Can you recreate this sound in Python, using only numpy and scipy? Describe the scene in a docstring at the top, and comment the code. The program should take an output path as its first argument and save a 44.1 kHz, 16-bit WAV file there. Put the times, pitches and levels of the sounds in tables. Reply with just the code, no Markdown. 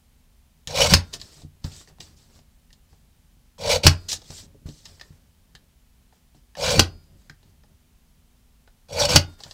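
"""A small guillotine trimmer cuts card four times: tearing-fibre noise drives steel, plastic and table modes,
stalls at times, and ends in a slam of noise and table thuds, with a faint ring of the blade's modes.
Between cuts a hand slides, turns and taps the card: swelling friction hiss, rung ticks and soft bumps.
A small damped room adds a decaying noise tail, over a quiet hum, rumble and hiss. The mono microphone
overhead clips on the slams."""
import sys
import numpy as np
from scipy import signal
from scipy.fft import rfft, irfft, next_fast_len
from scipy.io import wavfile
from scipy.ndimage import uniform_filter1d, map_coordinates

SR = 44100
rng = np.random.default_rng(int(sys.argv[2]) if len(sys.argv) > 2 else 0)


def transcribe(u):
    """Save the signal u as a 16-bit wav file named by the first command-line argument.

    u: samples, shape (n,) or (channels, n), limited to [-1, 1]; the rate is SR.
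    q: integer samples, one column per channel.
    """
    v = np.clip(np.atleast_2d(u).T, -1, 1)
    q = np.round(v * 32767).astype(np.int16)
    wavfile.write(sys.argv[1], SR, q)


N = 420273  # length in samples


def amp(db):
    """Decibel law: level to amplitude ratio."""
    return 10 ** (np.asarray(db) / 20)


def unit(x):
    """Normalization to unit rms."""
    return x / np.sqrt(np.mean(x ** 2) + 1e-20)


def peak(x):
    """Normalization to unit peak."""
    return x / np.abs(x).max()


def along(points, hz):
    """Interpolation of (pitch_hz, value) points on a logarithmic frequency axis."""
    f, v = np.transpose(points)
    return np.interp(np.log(hz + 1), np.log(f + 1), v)


def smooth(x):
    """Moving average over 2 ms: rounds the corners of gain curves."""
    return np.abs(uniform_filter1d(x, size=88, axis=-1))


def wobble(rate):
    """Band-limited random modulation: a smooth curve through `rate` random knots a second."""
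    knots = rng.standard_normal(int(N * rate / SR) + 4)
    return map_coordinates(knots, [np.arange(N) * rate / SR])


def filtered(x, response):
    """Linear filtering: the spectrum of x times a complex response of frequency."""
    m = next_fast_len(len(x) + SR // 2)  # padding leaves room for the ringing
    return irfft(rfft(x, m) * response(np.fft.rfftfreq(m, 1 / SR)), m)[:len(x)]


def coloured(x, spectrum):
    """Spectral shaping: x takes on a spectrum's relative levels, at unit rms."""
    return unit(filtered(x, lambda hz: amp(along(spectrum, hz))))


def modes(table):
    """Modal superposition: causal (pitch_hz, width_hz, level_db) resonances, summed with alternate signs."""
    def response(f):
        total = 0
        for k, (centre, width, db) in enumerate(table):
            band = 1j * f * width
            total = total + (-1) ** k * amp(db) * band / (centre * centre - f * f + band)
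        return total
    return response


def widths(table):
    """Reciprocity of decay and bandwidth: (pitch_hz, level_db, t60_s) modes as resonances starting at those levels."""
    return [(hz, np.log(1000) / np.pi / t60, db + 20 * np.log10(t60)) for hz, db, t60 in table]


def fibres(spiky_db, clumpy_db, rate):
    """Impulsive fracture noise: fibres snap with long-tailed sizes and in clumps."""
    sizes_db = spiky_db * np.minimum(rng.exponential(size=N), 6)
    return unit(rng.standard_normal(N) * amp(sizes_db + clumpy_db * wobble(rate)))


def patchy(x, depth_db):
    """Time-frequency modulation: random gain in patches some 700 Hz by 20 ms shifts the colour."""
    z = signal.stft(x, nperseg=256)[2]
    field = uniform_filter1d(rng.standard_normal(z.shape), size=4, axis=0)
    field = uniform_filter1d(field, size=7, axis=1)
    return unit(signal.istft(z * amp(depth_db * unit(field)), nperseg=256)[1][:N])


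def add(track, s, sound):
    """Superposition: mixes a sound in at time s."""
    part = track[round(s * SR):][:len(sound)]
    part += sound[:len(part)]


SWELL_DB, DULL_GROWS = 22, 0.72  # depth of attack and release; fraction of it taken by the dull part


def swells(rows):
    """Envelope shaping: hiss and dull gains of attack-hold-release gestures."""
    t, gains = np.arange(N) / SR, np.zeros((2, N))
    for s, attack, hold, release, db, dull_db in rows:
        a, b = round(s * SR), round((s + attack + hold + release) * SR)
        corners = s + np.cumsum([0, attack, hold, release])
        dip_db = SWELL_DB * np.interp(t[a:b], corners, [1, 0, 0, 1])
        gains[:, a:b] += amp([db - dip_db, db + dull_db - DULL_GROWS * dip_db])
    return smooth(gains)


# hands settling on the table after a slam: starting level_db, fall_db_per_s
SETTLE = [(-45, 50), (-63, 6)]
LEAN_DB, LEAN_GROWS = -55, 0.45  # level while card slides at -49.5 dB; exponent of growth with the hiss


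def leaning():
    """Contact loading: how hard the hands stir the table after slams and during slides."""
    t, after = np.arange(N) / SR, 0
    for s, *_ in SLAMS:
        for db, fall_db in SETTLE:
            after = after + amp(db - fall_db * np.abs(t - s)) * (t > s)
    return after + amp(LEAN_DB) * (swells(SLIDES)[0] / amp(-49.5)) ** LEAN_GROWS


# microphone hiss spectrum: pitch_hz, relative level_db per Hz
FLOOR = [(180, -32.5), (300, -1), (603, -3.5), (870, -4), (1150, -6.5), (1460, -7.5), (2980, -7),
         (16000, -12)]
# house rumble spectrum: pitch_hz, relative level_db per Hz
RUMBLE = [(10, -20), (25, 1.5), (62, 1.5), (100, -9.5), (160, -10.5), (220, -13), (320, -32.5),
          (500, -36.5), (900, -70.5)]
# faint hum: pitch_hz, level_db (before a 1.5 dB lift and a slow wobble)
HUM = [(247, -73.5), (156, -82), (3074, -87.5)]
FLOOR_DB, RUMBLE_DB = -67, -58.5  # rms levels


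def background():
    """Stationary noise and tones: microphone hiss, low rumble of house and hands, and an unsteady hum."""
    t, hum = np.arange(N) / SR, 0
    for hz, db in HUM:
        level = amp(db + 1.5 + 0.96 * wobble(5.3))
        hum = hum + level * np.sin(2 * np.pi * hz * t + 0.37 * wobble(4.4))
    rumble = amp(RUMBLE_DB) * coloured(rng.standard_normal(N), RUMBLE)
    hands = filtered(fibres(spiky_db=2.0, clumpy_db=5.0, rate=14), modes(widths(TABLE[1:])))
    hiss = amp(FLOOR_DB) * coloured(rng.standard_normal(N), FLOOR)
    return hiss + rumble + leaning() * unit(hands) + hum


# reverberation: pitch_hz, t60_s
ROOM = [(100, 0.35), (600, 0.24), (4000, 0.15), (12000, 0.13)]


def room(x, share_db):
    """Reverberant decay: convolution with a noise tail, each frequency dying at its own speed."""
    out, size = np.zeros(N), SR // 3
    # the deep thuds reach the microphone through its stand and hardly stir the room
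    airborne = filtered(x, lambda hz: 1j * hz / (1j * hz + 350))
    for start in range(0, N, size):  # a new tail every third of a second
        hz, t, z = signal.stft(rng.standard_normal(SR // 2), SR, nperseg=256)
        decay = amp(-60 * t / along(ROOM, hz)[:, None])
        tail = signal.istft(z * decay, SR, nperseg=256)[1]
        echo = signal.fftconvolve(airborne[start:start + size], tail / np.linalg.norm(tail))
        add(out, start / SR + .003, echo)
    return x + amp(share_db) * out


# card sliding on plastic: start_s, attack_s, hold_s, release_s, hiss level_db, dull part re hiss_db
SLIDES = [(1.0, 0.042, .08, 0.054, -62, 0.5), (1.19, 0.0091, .21, .06, -54.5, -9),
          (1.638, .004, 0.0042, 0.079, -49.5, 3), (1.62, .1, 0.096, 0.049, -49, -13),
          (1.86, 0.025, .005, 0.041, -57.5, -3), (2.0, 0.0028, .005, 0.14, -47.5, -10.5),
          (2.15, .02, 0.043, 0.19, -61.5, -12.5), (2.25, 0.11, .03, 0.066, -62.5, -5.5),
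          (2.87, .03, .06, 0.095, -70, -8), (3.95, 0.026, 0.22, 0.025, -62.5, -2.5),
          (4.2, 0.13, .07, 0.068, -44, -14), (4.655, 0.0085, 0.009, 0.085, -56, -1.5),
          (4.65, .05, .1, 0.057, -58, -16), (4.8, 0.051, 0.045, .2, -54.5, -7.5),
          (5.0, 0.033, 0.099, 0.16, -68.5, -0.5), (6.12, 0.0097, 0.032, .06, -71, -0.5),
          (6.345, 0.0053, .02, 0.038, -67, -4), (7.13, 0.074, 0.064, .03, -67.5, -6),
          (7.42, .02, .06, .05, -74, -3), (9.26, .02, .06, .08, -65, -1),
          (9.38, 0.013, 0.13, 0.023, -55.5, -3.5)]
# sliding hiss spectrum: pitch_hz, relative level_db per Hz
CARD = [(880, -46), (1500, -24), (1850, -9), (2160, -11), (4730, 2), (6690, -3), (8000, -1), (9370, -14),
        (16000, -22)]
# the arm scrapes past the edge as it is raised: the same columns as SLIDES
LIFTS = [(1.126, 0.0097, 0.0077, 0.032, -29, -15), (4.083, .008, 0.044, 0.041, -24, -23.5)]
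# edge hiss spectrum: pitch_hz, relative level_db per Hz
EDGE = [(880, -78), (1500, -11), (1900, -16.5), (4420, 3.5), (7100, -1), (9850, -14.5), (16000, -28)]


def rubbing(rows, spectrum, clumpy_db):
    """Friction noise: a fine bright hiss over a duller scrape."""
    hiss, dull = swells(rows)
    fine = coloured(fibres(spiky_db=3.0, clumpy_db=clumpy_db, rate=24), spectrum)
    fine = patchy(fine, depth_db=2.5)
    low_spectrum = [(120, -22), (300, 5), (800, -0.5), (1800, -3.5), (4000, -18)]  # Hz, dB
    scrape = coloured(fibres(spiky_db=1.5, clumpy_db=3.5, rate=64), low_spectrum)
    return hiss * fine + dull * scrape


# table modes: pitch_hz, level_db, t60_s
TABLE = [(30.75, -13, 1.1), (49, -5, .12), (65, -8.5, 0.25), (87.4, -1.5, 0.22), (119, -7.5, 0.13),
         (146, -2.5, 0.13), (229, -7.5, 0.089), (291, -13.5, 0.11), (415, -13, 0.077), (544.2, -13, 0.055)]


def bump(favoured_hz):
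    """Impulse response of the table: a soft palm favours the low modes, a fingertip the high."""
    t = np.arange(SR) / SR
    ring = 0
    for hz, db, t60 in TABLE:
        level = amp(db + rng.normal(0, 1.3) - 60 * t / t60)
        mismatch = (hz / favoured_hz) ** 2 + (favoured_hz / hz) ** 2
        ring = ring + level * np.sin(2 * np.pi * hz * t) / mismatch
    onset = 1 - np.exp(-t / 0.001)
    # the stand passes little of the slowest sway
    return peak(filtered(ring * onset, lambda hz: (1j * hz / (1j * hz + 16)) ** 2))


# a palm, a finger or the base bumping the table: start_s, peak level_db, favoured pitch_hz
BUMPS = [(0.675, -32, 109), (1.436, -38, 197), (1.449, -31.5, 140), (1.15, -40, 298), (1.646, -18.5, 124),
         (1.997, -39, 108), (2.388, -44, 131), (2.925, -46, 100), (3.369, -48.5, 149), (4.055, -48, 350),
         (4.13, -39, 180), (4.18, -45, 280), (4.302, -33, 150), (4.429, -44.5, 300), (4.547, -42.5, 405.4),
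         (4.618, -47, 300), (4.657, -25.5, 107), (4.686, -28, 269), (5.106, -37, 130.7),
         (5.548, -46, 179.3), (6.35, -44, 200.2), (7.301, -38, 205), (9.46, -39.5, 120)]


def bumps():
    """Soft impact: each push sets the table's modes ringing."""
    out = np.zeros(N)
    for s, db, hz in BUMPS:
        add(out, s, amp(db) * bump(hz))
    return out


# card edges and nails ticking: start_s, ring peak level_db, pitch_hz, body re ring peak_db
TICKS = [(0.6733, -17, 3450, -29), (1.1992, -36, 4600, -26), (1.2145, -25.5, 4180, -27),
         (1.419, -41, 4800, -4), (1.6427, -28, 4120, -17), (1.719, -37, 5010, -23),
         (1.8746, -43, 1800, -11), (1.9847, -49, 1040, -1), (2.0045, -27.5, 4400, -30),
         (2.3894, -50.5, 3720, 1), (2.7047, -47.5, 1810, -23), (2.7288, -40.5, 5150, -23),
         (2.929, -58, 4200, 4), (3.5813, -47, 1000, 0), (4.2175, -41, 4500, -6), (4.3042, -32, 5270, -5.5),
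         (4.6892, -35, 3920, -33), (4.8548, -31.5, 4360, -26.5), (4.997, -38.5, 1800, -16),
         (5.0116, -29, 1785, -14.5), (5.5514, -33, 1830, -21.5), (6.125, -55.5, 1800, 5),
         (6.347, -55.5, 3000, 4), (6.5521, -32, 1780, -12.5), (6.572, -34.5, 5380, 0),
         (7.04, -55, 4500, -15), (7.297, -31.5, 1590, -30), (7.4294, -52, 3790, -3),
         (7.6357, -49.5, 1774, -4), (8.6754, -47.5, 1470, -2.5), (9.405, -33, 4600, -8.5),
         (9.4355, -27.5, 5200, -19), (9.4646, -43.5, 1440, 2.5), (9.5107, -27.5, 4300, -17.5)]
# the rising arm snags on the edge, with more treble than a tick: the same columns
SNAGS = [(1.1375, -21, 6300, -40), (4.0861, -26, 5250, -34), (4.1013, -27, 4600, -32),
         (4.117, -18, 6500, -28), (4.1289, -15, 6600, -20.5), (4.153, -37, 5000, -20)]
# plastic deck modes: pitch_hz, width_hz, level_db (before weighting towards each tick's pitch)
DECK = [(831, 430, -3), (1230, 80, -4.5), (1780, 110, 2.5), (2800, 660, -1), (3969, 680, 5), (5043, 470, 7),
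        (6740, 1300, 2)]
TICK_TREBLE_DB, SNAG_TREBLE_DB = -19, -11  # re ring peak


def ticks():
    """Impulsive excitation: a short puff rings the deck, most near its own pitch, with body and treble."""
    out, t = np.zeros(N), np.arange(SR // 5) / SR
    rows = [(*row, TICK_TREBLE_DB) for row in TICKS] + [(*row, SNAG_TREBLE_DB) for row in SNAGS]
    for s, db, hz, body_db, treble_db in rows:
        puff = rng.standard_normal((4, len(t))) * (amp(-60 * t / 0.057) + amp(1.5 - 60 * t / 0.005))
        deck = [(c, w, level - 3.5 * abs(np.log2(c / hz)) + 2 * rng.normal()) for c, w, level in DECK]
        soft = lambda f: modes(deck)(f) / (1 + 1j * f / 7000) ** 2
        # low modes of the plastic ring longer and clearer than high ones
        tone = filtered(puff[3] * amp(-60 * t / 0.022), modes([(hz, hz * hz / 30000, 0)]))
        ring = peak(filtered(puff[0], soft)) + 1200 / hz * peak(tone)
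        body = filtered(puff[1], modes([(444.2, 200, -0.5), (827, 300, 0)]))
        treble = filtered(puff[2], modes([(7900, 6800, 24), (12500, 4100, -29)]))
        tick = peak(ring) + amp(body_db) * peak(body) + amp(treble_db) * peak(treble)
        add(out, s, amp(db) * tick)
    return out


# free blade modes: pitch_hz, level_db, t60_s, tip_db gained when the tip is struck
BLADE = [(1408, -7, .8, -2), (2353, -11, .5, 1.5), (3658, -6, .65, -4.5), (4438, 1.5, .52, 1.5),
         (4922, -1, .7, 3)]
STILLED_DB, STILL_S = 1, .01  # ring lost to the hand, and how fast


def blade():
    """Free modal vibration: weighted by the point struck, the ring decays and the hand damps it slightly."""
    out, t = np.zeros(N), np.arange(SR) / SR
    for s, _, _, ring_db, _, place, stilled in SLAMS:
        ring = 0
        for hz, db, t60, tip_db in BLADE:
            ring = ring + amp(db + place * tip_db - 60 * t / t60) * np.sin(2 * np.pi * hz * t)
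        hand_db = STILLED_DB * np.clip((s + t - stilled) / STILL_S, 0, 1)
        add(out, s, amp(ring_db - hand_db) * ring)
    return out


# slams: start_s, crack level_db, thud level_db (first push), blade ring level_db, rattle t60_s,
# contact place (heel negative, tip positive), stilled_s when the hand touches the blade
SLAMS = [(0.9371, -3.5, -10, -51, 0.026, -1.44, 1.5), (3.8666, -1.5, -7, -46, 0.031, 0.94, 4.3),
         (6.794, -4.5, -10.5, -50.5, 0.023, 1, 7.04), (9.1596, -3, -11, -47.5, 0.031, -1.2, 9.39)]
# crack spectrum: pitch_hz, relative level_db per Hz
CRACK = [(150, -28.5), (250, -2.5), (367, -8.5), (1220, -10.5), (1530, -7.5), (2240, -11.5), (2570, -3.5),
         (3520, -10.5), (4050, -9.5), (4490, 0.5), (6700, -11.5), (8550, -18.5), (16000, -31)]


def slams():
    """Impact: the handle loads the table, then steel meets the stop and pushes it again, rattles and bounces."""
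    out, t = np.zeros(N), np.arange(SR) / SR
    for s, crack_db, thud_db, _, t60, *_ in SLAMS:
        add(out, s - .0105, -amp(thud_db) * bump(favoured_hz=116))
        add(out, s - .0003, -amp(thud_db + 3.5) * bump(favoured_hz=170))
        rattle = coloured(rng.standard_normal(len(t)), CRACK) * amp(1.2 * wobble(300)[:len(t)])
        blow = amp(-60 * np.maximum(t - .004, 0) / t60) + amp(-2 - 60 * t / 0.0025)
        bounce = amp(-11.5 - 60 * (t - .0115) / t60) * (t > .0115)
        add(out, s, amp(crack_db) * (blow + bounce) * rattle)
    return out


# strokes of the arm, each ending in its slam: start_s, first hiss level_db, full bite at_s,
# full hiss level_db, last hiss level_db
STROKES = [(0.68, -48.5, 0.82, -20, -23), (3.583, -51.5, 3.70, -23, -21), (6.568, -45.5, 6.67, -23, -26.5),
           (8.885, -56.5, 9.0, -23, -21)]
# the arm hesitates, then bites again at once: start_s, length_s, depth_db
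STALLS = [(0.872, 0.027, 9.5), (3.761, .075, 38), (9.056, .034, 17.5)]
FULL_DB, NEAR_STOP_S = -21, .05  # a typical full bite; how early the stop makes itself felt
# re full bite: level_db, growth with the hiss (dB per dB), stop_db gained near the stop
HUM_LAW, SHAKE_LAW, SQUEAL_LAW = (0, .85, -10), (-9, .55, 14), (-11, 1.05, 5)
STALL_FALL_S, REBITE_S = 0.037, .008  # longest time to sink to full depth; time to bite again
RISE_SHAPE = .75  # under 1: the bite builds fast at first
STRAIN_S, STRAIN_DB = .025, 5  # the blade squeals louder just before it stalls


def bite():
    """Load-dependent excitation: hiss, hum, shake and squeal build, hold to the slam and sag in stalls."""
    t, gains, sag_db, strain_db = np.arange(N) / SR, 0, 0, 0
    for s, length, depth_db in STALLS:
        corners = [s, s + min(STALL_FALL_S, .6 * length), s + length - REBITE_S, s + length]
        sag_db = sag_db + np.interp(t, corners, [0, depth_db, depth_db, 0])
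        strain_db = strain_db + STRAIN_DB * np.exp(-np.abs(s - t) / STRAIN_S) * (t < s)
    for (start, first_db, full, full_db, last_db), (slam, *_) in zip(STROKES, SLAMS):
        rise = np.clip((t - start) / (full - start), 0, 1) ** RISE_SHAPE
        drift_db = np.interp(t, [full, slam], [0, last_db - full_db])
        db = first_db + (full_db - first_db) * rise + drift_db - sag_db
        near = np.exp(-np.abs(slam - t) / NEAR_STOP_S)
        hum, shake, squeal = [FULL_DB + re_db + grows * (db - FULL_DB) + stop_db * near
                              for re_db, grows, stop_db in (HUM_LAW, SHAKE_LAW, SQUEAL_LAW)]
        gains = gains + amp([db, hum, shake, squeal + strain_db]) * ((t > start) & (t < slam))
    return smooth(gains)


# shearing hiss spectrum: pitch_hz, relative level_db per Hz
SHEAR = [(530, -39), (900, -6.5), (1050, -1.5), (1160, -9), (1530, -4.5), (1770, -13), (2360, -4),
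         (3040, -7), (4410, -1.5), (7960, -14), (16000, -35.5)]
# arm under load: pitch_hz, width_hz, level_db
STEEL = [(1510, 34, -8.5), (2368, 130, -3), (2960, 87, -4), (3360, 200, -6.5), (3960, 120, -4),
         (4950, 170, -8.5), (5580, 200, -2.5), (6450, 210, -5.5), (7630, 240, -10.5)]
# plastic base: pitch_hz, width_hz, level_db
BASE = [(480, 56, -4.5), (571, 48, 0.5), (710, 150, -11), (953, 140, -15)]


def shearing():
    """Forced vibration: tearing fibres hiss, sing in the loaded arm, hum in the base and shake the table."""
    hiss, hum, shake, squeal = bite()
    tear = fibres(spiky_db=2.5, clumpy_db=2.0, rate=160)
    # as the contact point travels, each mode of the arm swells and fades on its own
    arm = sum(amp(5 * wobble(45)) * filtered(tear, modes([mode])) for mode in STEEL)
    edge = patchy(coloured(tear, SHEAR), depth_db=3.0) + amp(-4.5) * unit(arm)
    judder = fibres(spiky_db=2.5, clumpy_db=2.0, rate=76)

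    def driven(gain, body):
        """Resonant response to the judder, scaled by its ungated rms."""
        return filtered(gain * judder, body) / np.std(filtered(judder, body))

    lurch = amp(1.5 * wobble(35))  # the tear runs unevenly
    blade_squeal = driven(squeal, modes([(4480, 66, 0)]))
    base_hum = driven(hum, modes(BASE))
    table_shake = driven(shake, modes(widths(TABLE[1:])))
    return hiss * lurch * unit(edge) + blade_squeal + base_hum + table_shake


def scene():
    """Superposition of sources: cuts and handling stir the room; blade ring and background stay dry."""
    lifting = rubbing(LIFTS, EDGE, clumpy_db=4.0)
    sliding = rubbing(SLIDES, CARD, clumpy_db=1.0)
    handling = lifting + sliding + ticks() + bumps()
    mono = room(shearing() + slams() + handling, share_db=-11) + blade() + background()
    return np.array([mono, mono])


TOP_HZ = 15800  # band limit


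def record(dry):
    """Saturation and band limiting: the input clips on the slams, then a steep low-pass cuts the top."""
    clipped = dry[0] / (1 + np.abs(dry[0]) ** 8) ** (1 / 8)
    kept = filtered(clipped, lambda hz: 1 / (1 + (hz / TOP_HZ) ** 120))
    return np.array([kept, kept])


dry = scene()
out = record(dry)
transcribe(out)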